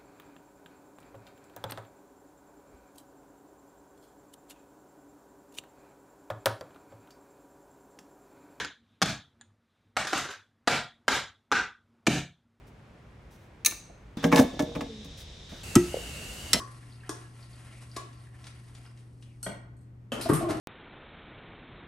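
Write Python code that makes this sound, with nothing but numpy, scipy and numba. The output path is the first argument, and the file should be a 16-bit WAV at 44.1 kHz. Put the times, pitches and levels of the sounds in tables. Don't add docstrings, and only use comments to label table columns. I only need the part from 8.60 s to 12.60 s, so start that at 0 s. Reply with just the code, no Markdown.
import sys
import numpy as np
from scipy import signal
from scipy.fft import rfft, irfft
from scipy.io import wavfile
from scipy.ndimage import uniform_filter1d
from numba import njit

SR = 44100
rng = np.random.default_rng(int(sys.argv[2]) if len(sys.argv) > 2 else 0)


def transcribe(u):
    v = np.clip(np.atleast_2d(u).T, -1, 1)
    q = np.round(v * 32767).astype(np.int16)
    wavfile.write(sys.argv[1], SR, q)


N = 176400
T = np.arange(int(.5 * SR)) / SR


def undb(db):
    return 10 ** (np.asarray(db) / 20)


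def unit(x):
    return x / np.sqrt(np.sum(x ** 2))


def noise(n=len(T)):
    return rng.standard_normal(n)


def add(out, start, x):
    i = int(start * SR)
    a, b = max(i, 0), min(i + x.shape[-1], N)
    out[..., a:b] += x[..., a - i:b - i]


def curve(hz, points):
    p = np.array(points)
    return np.interp(np.log(hz + 1), np.log(p[:, 0]), p[:, 1])


def colour(x, points, tilt_db=0):
    hz = np.fft.rfftfreq(4096, 1 / SR)
    gain = undb(curve(hz, points) + tilt_db * np.log2(np.maximum(hz, 500) / 2000))
    cepstrum = irfft(np.log(gain))
    cepstrum[1:len(hz) - 1] *= 2
    cepstrum[len(hz):] = 0
    return signal.fftconvolve(x, irfft(np.exp(rfft(cepstrum))))[:len(x)]


def resonate(x, hz, width_hz):
    b, a = signal.iirpeak(hz, hz / (1.5 * width_hz), fs=SR)
    return unit(signal.lfilter(b, a, signal.lfilter(b, a, x + 1e-18)))


def fade(ring_s, t=T):
    return np.exp(-np.log(1000) * t / ring_s)


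def ring(modes):
    return unit(sum(undb(db) * np.sin(2 * np.pi * hz * T) * fade(ring_s) for hz, db, ring_s in modes))


def crumple():
    return noise() * np.exp(.34 * np.repeat(noise(), 20)[:len(T)])


# pitch in Hz, level in dB, ring time in seconds.
STICK_MODES = [(1012, -7, .08), (1669, -3, .25), (2299, -9, .12), (3400, -4, .42), (3800, -7, .42),
               (6788, -3, .14), (8640, -6, .05)]


def stick():
    return unit(sum(undb(db) * resonate(noise(), hz, width_hz=450) * fade(ring_s)
                    for hz, db, ring_s in STICK_MODES))


# pitch in Hz, level in dB, ring time in seconds.
BOARD_MODES = [(72, -12, .35), (138, 0, .3), (172, -2, .26), (215, -4, .2), (291, -1, .24), (377, -11, .16),
               (436, -10, .15)]
# frequency in Hz, level in dB.
CRACK_TONE = [(60, -1.5), (150, -10.5), (400, 0), (1000, 2), (1700, 2), (2500, 2.5), (3400, 1),
              (5000, -2.5), (6600, -2.5), (8500, -11.5), (13000, -19.5)]
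# start in seconds, seconds from touch to crush, touch in dB, crack in dB,
# crack tilt in dB per octave, then level in dB and pitch in Hz for the thud, for the carton's hollow
# and for its panels, and last the direct sound in dB.
BLOWS = [(-.04, .003, -2, 6.5, -2, 0, 290, -26.5, 935, 1.5, 1610, 11),
         (0.4174, 0.006, -12.5, 12.5, -0.5, 3.5, 190, -0.5, 700, -4, 1290, 7),
         (1.367, 0.0028, -6, 8.5, -0.5, -3.5, 206, 4.5, 740, 4.5, 1280, -3),
         (1.526, .005, -12.5, 10, -1.5, 3, 290, 3, 686, 5.5, 1253, -6),
         (2.0734, 0.0031, -9, 21.5, -2.5, 11.5, 246.7, 14, 703, 11, 1436, -1.5),
         (2.4806, 0.002274, 2, 21, -1.5, 6.5, 274, 8, 842, 15.5, 1355, -1.5),
         (2.9164, 0.0062, -7.5, 15, -3.5, -4.5, 301.6, 10.5, 900, 18.5, 1370, -3.5),
         (3.467, 0.0026, -9, 20, -0.5, 12, 330, 11, 680, 6.5, 1500, -1)]
TOUCH_S, CRUSH_S, PANEL_WIDTH_HZ = .0033, .0043, 473


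def blow(lag, touch_db, crack_db, tilt_db, thud_db, thud_hz, hollow_db, hollow_hz, panel_db, panel_hz):
    since_crush = np.maximum(T - lag, 0)
    touch = undb(touch_db) * np.exp(-T / TOUCH_S)
    crush = (T > lag) * np.exp(-since_crush / CRUSH_S)
    force = crumple() * (touch + crush)
    crack = unit(colour(force, CRACK_TONE, tilt_db)) + undb(-18) * stick()
    knock = unit(np.sin(2 * np.pi * thud_hz * since_crush) * fade(.038, since_crush))
    thud = knock + undb(-11.5) * ring(BOARD_MODES)
    hollow = resonate(force, hollow_hz, width_hz=260)
    panel = resonate(force, panel_hz, PANEL_WIDTH_HZ)
    return undb(crack_db) * crack + undb(thud_db) * thud + undb(hollow_db) * hollow + undb(panel_db) * panel


# frequency in Hz, level in dB.
PATH_TONE = [(100, -3.5), (300, 1.5), (700, 2.5), (1400, 3), (2300, -2.5), (4000, -0.5), (8000, 0)]


def direct_path():
    dying = np.maximum(1 - T / .011, 0) ** .5
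    mid = (T == 0) + undb(-4) * unit(noise() * dying)
    side = unit(noise() * dying)
    return np.array([colour(mid, PATH_TONE), colour(side, PATH_TONE)])


# frequency in Hz, level in dB.
ECHO_TONE = [(80, 0.94), (200, 0.56), (450, 0.38), (700, 0.41), (1050, 1), (1600, 0.49), (3000, 0.82),
             (6000, 0.46), (12000, -0.78)]
# frequency in Hz, ring time in seconds.
ECHO_TIMES = [(100, 0.32), (260, 0.24), (700, 0.26), (1600, 0.3), (3500, 0.28), (7000, 0.3), (13000, 0.3)]
# pitch in Hz, level in dB, ring time in seconds.
ROOM_MODES = [(690, -3, .36), (718, -2, .36), (927, -2, .33), (1293, -2, .36), (1533, 0, .35),
              (1712, -3, .35), (2130, -4, .33)]


def room(gap_s=.0027, build_s=.019):
    spectrum, hz = rfft(noise()), np.fft.rfftfreq(len(T), 1 / SR)
    octave = np.log2(np.clip(hz, 62.5, 16000) / 1000)
    tail = 0
    for centre in np.arange(-4, 4.1, .5):
        share = np.maximum(1 - 2 * abs(octave - centre), 0)
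        tail += irfft(spectrum * share, len(T)) * fade(curve(1000 * 2 ** centre, ECHO_TIMES))
    build_up = 1 - np.exp(-np.maximum(T - gap_s, 0) / build_s)
    return undb(-5) * colour(unit(tail * build_up), ECHO_TONE) + undb(-31) * ring(ROOM_MODES)


# frequency in Hz, level in dB.
AIR_TONE = [(25, -0.5), (60, -4.5), (120, -5.5), (250, -8), (400, -11.5), (800, -13), (1400, -13.5),
            (3000, -21.5), (6000, -28.5), (13000, -37)]
# pitch in Hz, width in Hz, level in dB.
HUM_BANDS = [(100, 8.3, -70), (233, 6.7, -72.5)]


def background():
    air = undb(-66.5) * unit(colour(noise(N), AIR_TONE))
    hum = sum(undb(db) * resonate(noise(N), hz, width) for hz, width, db in HUM_BANDS)
    waver_db = 2 * np.interp(np.arange(N), np.linspace(0, N, 20), noise(20))
    return (air + hum) * np.sqrt(N) * undb(waver_db)


# start in seconds, level in dB, decay time in seconds,
# tilt in dB per octave, direct sound in dB.
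TUMBLES = [(0.048, -13, 0.00072, -1.5, 3.5), (0.4576, 1.5, 0.003, 0.5, -3), (1.45, -5.5, 0.0042, -2, -5),
           (1.471, -0.5, 0.01, 1, -5.5), (1.577, 0, 0.016, 2, -5.5), (1.643, -9, 0.025, -1.5, -0.5),
           (1.686, -14.5, 0.031, -2.5, 2.5), (1.705, -12.5, 0.028, 1, 0)]


def tumble(decay_s, tilt_db):
    force = crumple() * np.exp(-T / decay_s)
    scuff = unit(colour(force, CRACK_TONE, tilt_db))
    rasp = undb(-6) * resonate(force, 1550, PANEL_WIDTH_HZ)
    return scuff + rasp + undb(-10) * stick()


# frequency in Hz, level in dB.
RUSTLE_TONE = [(100, 2), (240, 7.5), (400, -5), (1500, -3), (3000, -4.5), (3700, 1), (4400, -10),
               (12000, -24)]
# start in seconds, length in seconds, level in dB.
SWINGS = [(0.225, 0.21, -65), (0.997, .38, -69)]


def swings():
    out = np.zeros(N)
    for start, length, db in SWINGS:
        rustle = unit(colour(noise(), RUSTLE_TONE)) * np.sqrt(len(T))
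        arch = np.sin(np.pi * np.minimum(T / length, 1))
        add(out, start, undb(db) * rustle * np.sqrt(np.maximum(arch, 0)))
    return out


# start in seconds, level in dB, pitch in Hz.
THUMPS = [(0.433, 5.5, 180), (3.482, 15.5, 260)]


def thump(hz, ring_s=.025):
    return ring([(hz, 0, ring_s)]) + undb(-5.5) * ring(BOARD_MODES)


# start in seconds, level in dB.
TICKS = [(0.8117, -27.5)]


def tick():
    tap = 1. * (T == 0)
    click = unit(sum(undb(db) * resonate(tap, hz, width_hz=430) for hz, db, _ in STICK_MODES))
    return click + undb(-5) * unit(stick() * fade(.31))


def impacts(thump_direct_db=6, tick_direct_db=4):
    out = [(start, blow(*row), direct) for start, *row, direct in BLOWS]
    out += [(start, undb(db) * tumble(decay, tilt), direct) for start, db, decay, tilt, direct in TUMBLES]
    out += [(start, undb(db) * thump(hz), thump_direct_db) for start, db, hz in THUMPS]
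    out += [(start, undb(db) * tick(), tick_direct_db) for start, db in TICKS]
    return out


def scene():
    out = np.zeros((2, N))
    for (start, first, direct_db), (_, second, _) in zip(impacts(), impacts()):
        near = undb(direct_db) * direct_path()
        echo = np.array([room(), room()]) / np.sqrt(2)
        add(out, start, signal.fftconvolve(first[None], near + echo, axes=1))
        add(out, start, signal.fftconvolve(second[None], np.array([echo[1], -echo[0]]), axes=1))
    mid = out[0] + background() + swings()
    side = undb(-5.5) * signal.sosfilt(signal.butter(16, 4200, "high", fs=SR, output="sos"), out[1])
    return np.array([mid + side, mid - side])


def hush(x, faint_db=-77.5, depth_db=-12):
    bands = signal.stft(x, nperseg=512)[2]
    power = uniform_filter1d(abs(bands[0]) ** 2, size=5, axis=0)
    power = abs(uniform_filter1d(power, size=3, axis=1))
    gain = undb(depth_db / (1 + power / undb(faint_db) ** 2))
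    return signal.istft(bands * gain)[1][:, :N]


@njit
def follow(x, attack_s, release_s):
    levels, level = np.empty(len(x)), 0.
    for i in range(len(x)):
        level += (x[i] - level) / (SR * (attack_s if x[i] > level else release_s))
        levels[i] = level
    return levels


DUCK_ABOVE_DB, DUCK_RATIO, ATTACK_S, LOOK_AHEAD_S = -17.5, 2.4, .00072, .0028
RIDE_ABOVE_DB, RIDE_SHARE, CEILING = -59, .067, .6


def record(dry):
    low_cut = signal.butter(2, 72, "high", fs=SR, output="sos")
    hushed = hush(signal.sosfilt(low_cut, dry))
    level = abs(hushed.mean(axis=0))
    fast = follow(level, ATTACK_S, release_s=.029)
    ahead = np.interp(np.arange(N) + LOOK_AHEAD_S * SR, np.arange(N), fast)
    duck = np.maximum(ahead / undb(DUCK_ABOVE_DB), 1) ** (1 / DUCK_RATIO - 1)
    slow = follow(level, ATTACK_S, release_s=.04)
    ride = np.maximum(slow / undb(RIDE_ABOVE_DB), 1) ** -RIDE_SHARE
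    rounded = CEILING * np.tanh(hushed * duck * ride / CEILING)
    top_cut = signal.ellip(8, .2, 70, 13600, fs=SR, output="sos")
    return signal.sosfilt(top_cut, rounded)


dry = scene()
out = record(dry)
transcribe(out)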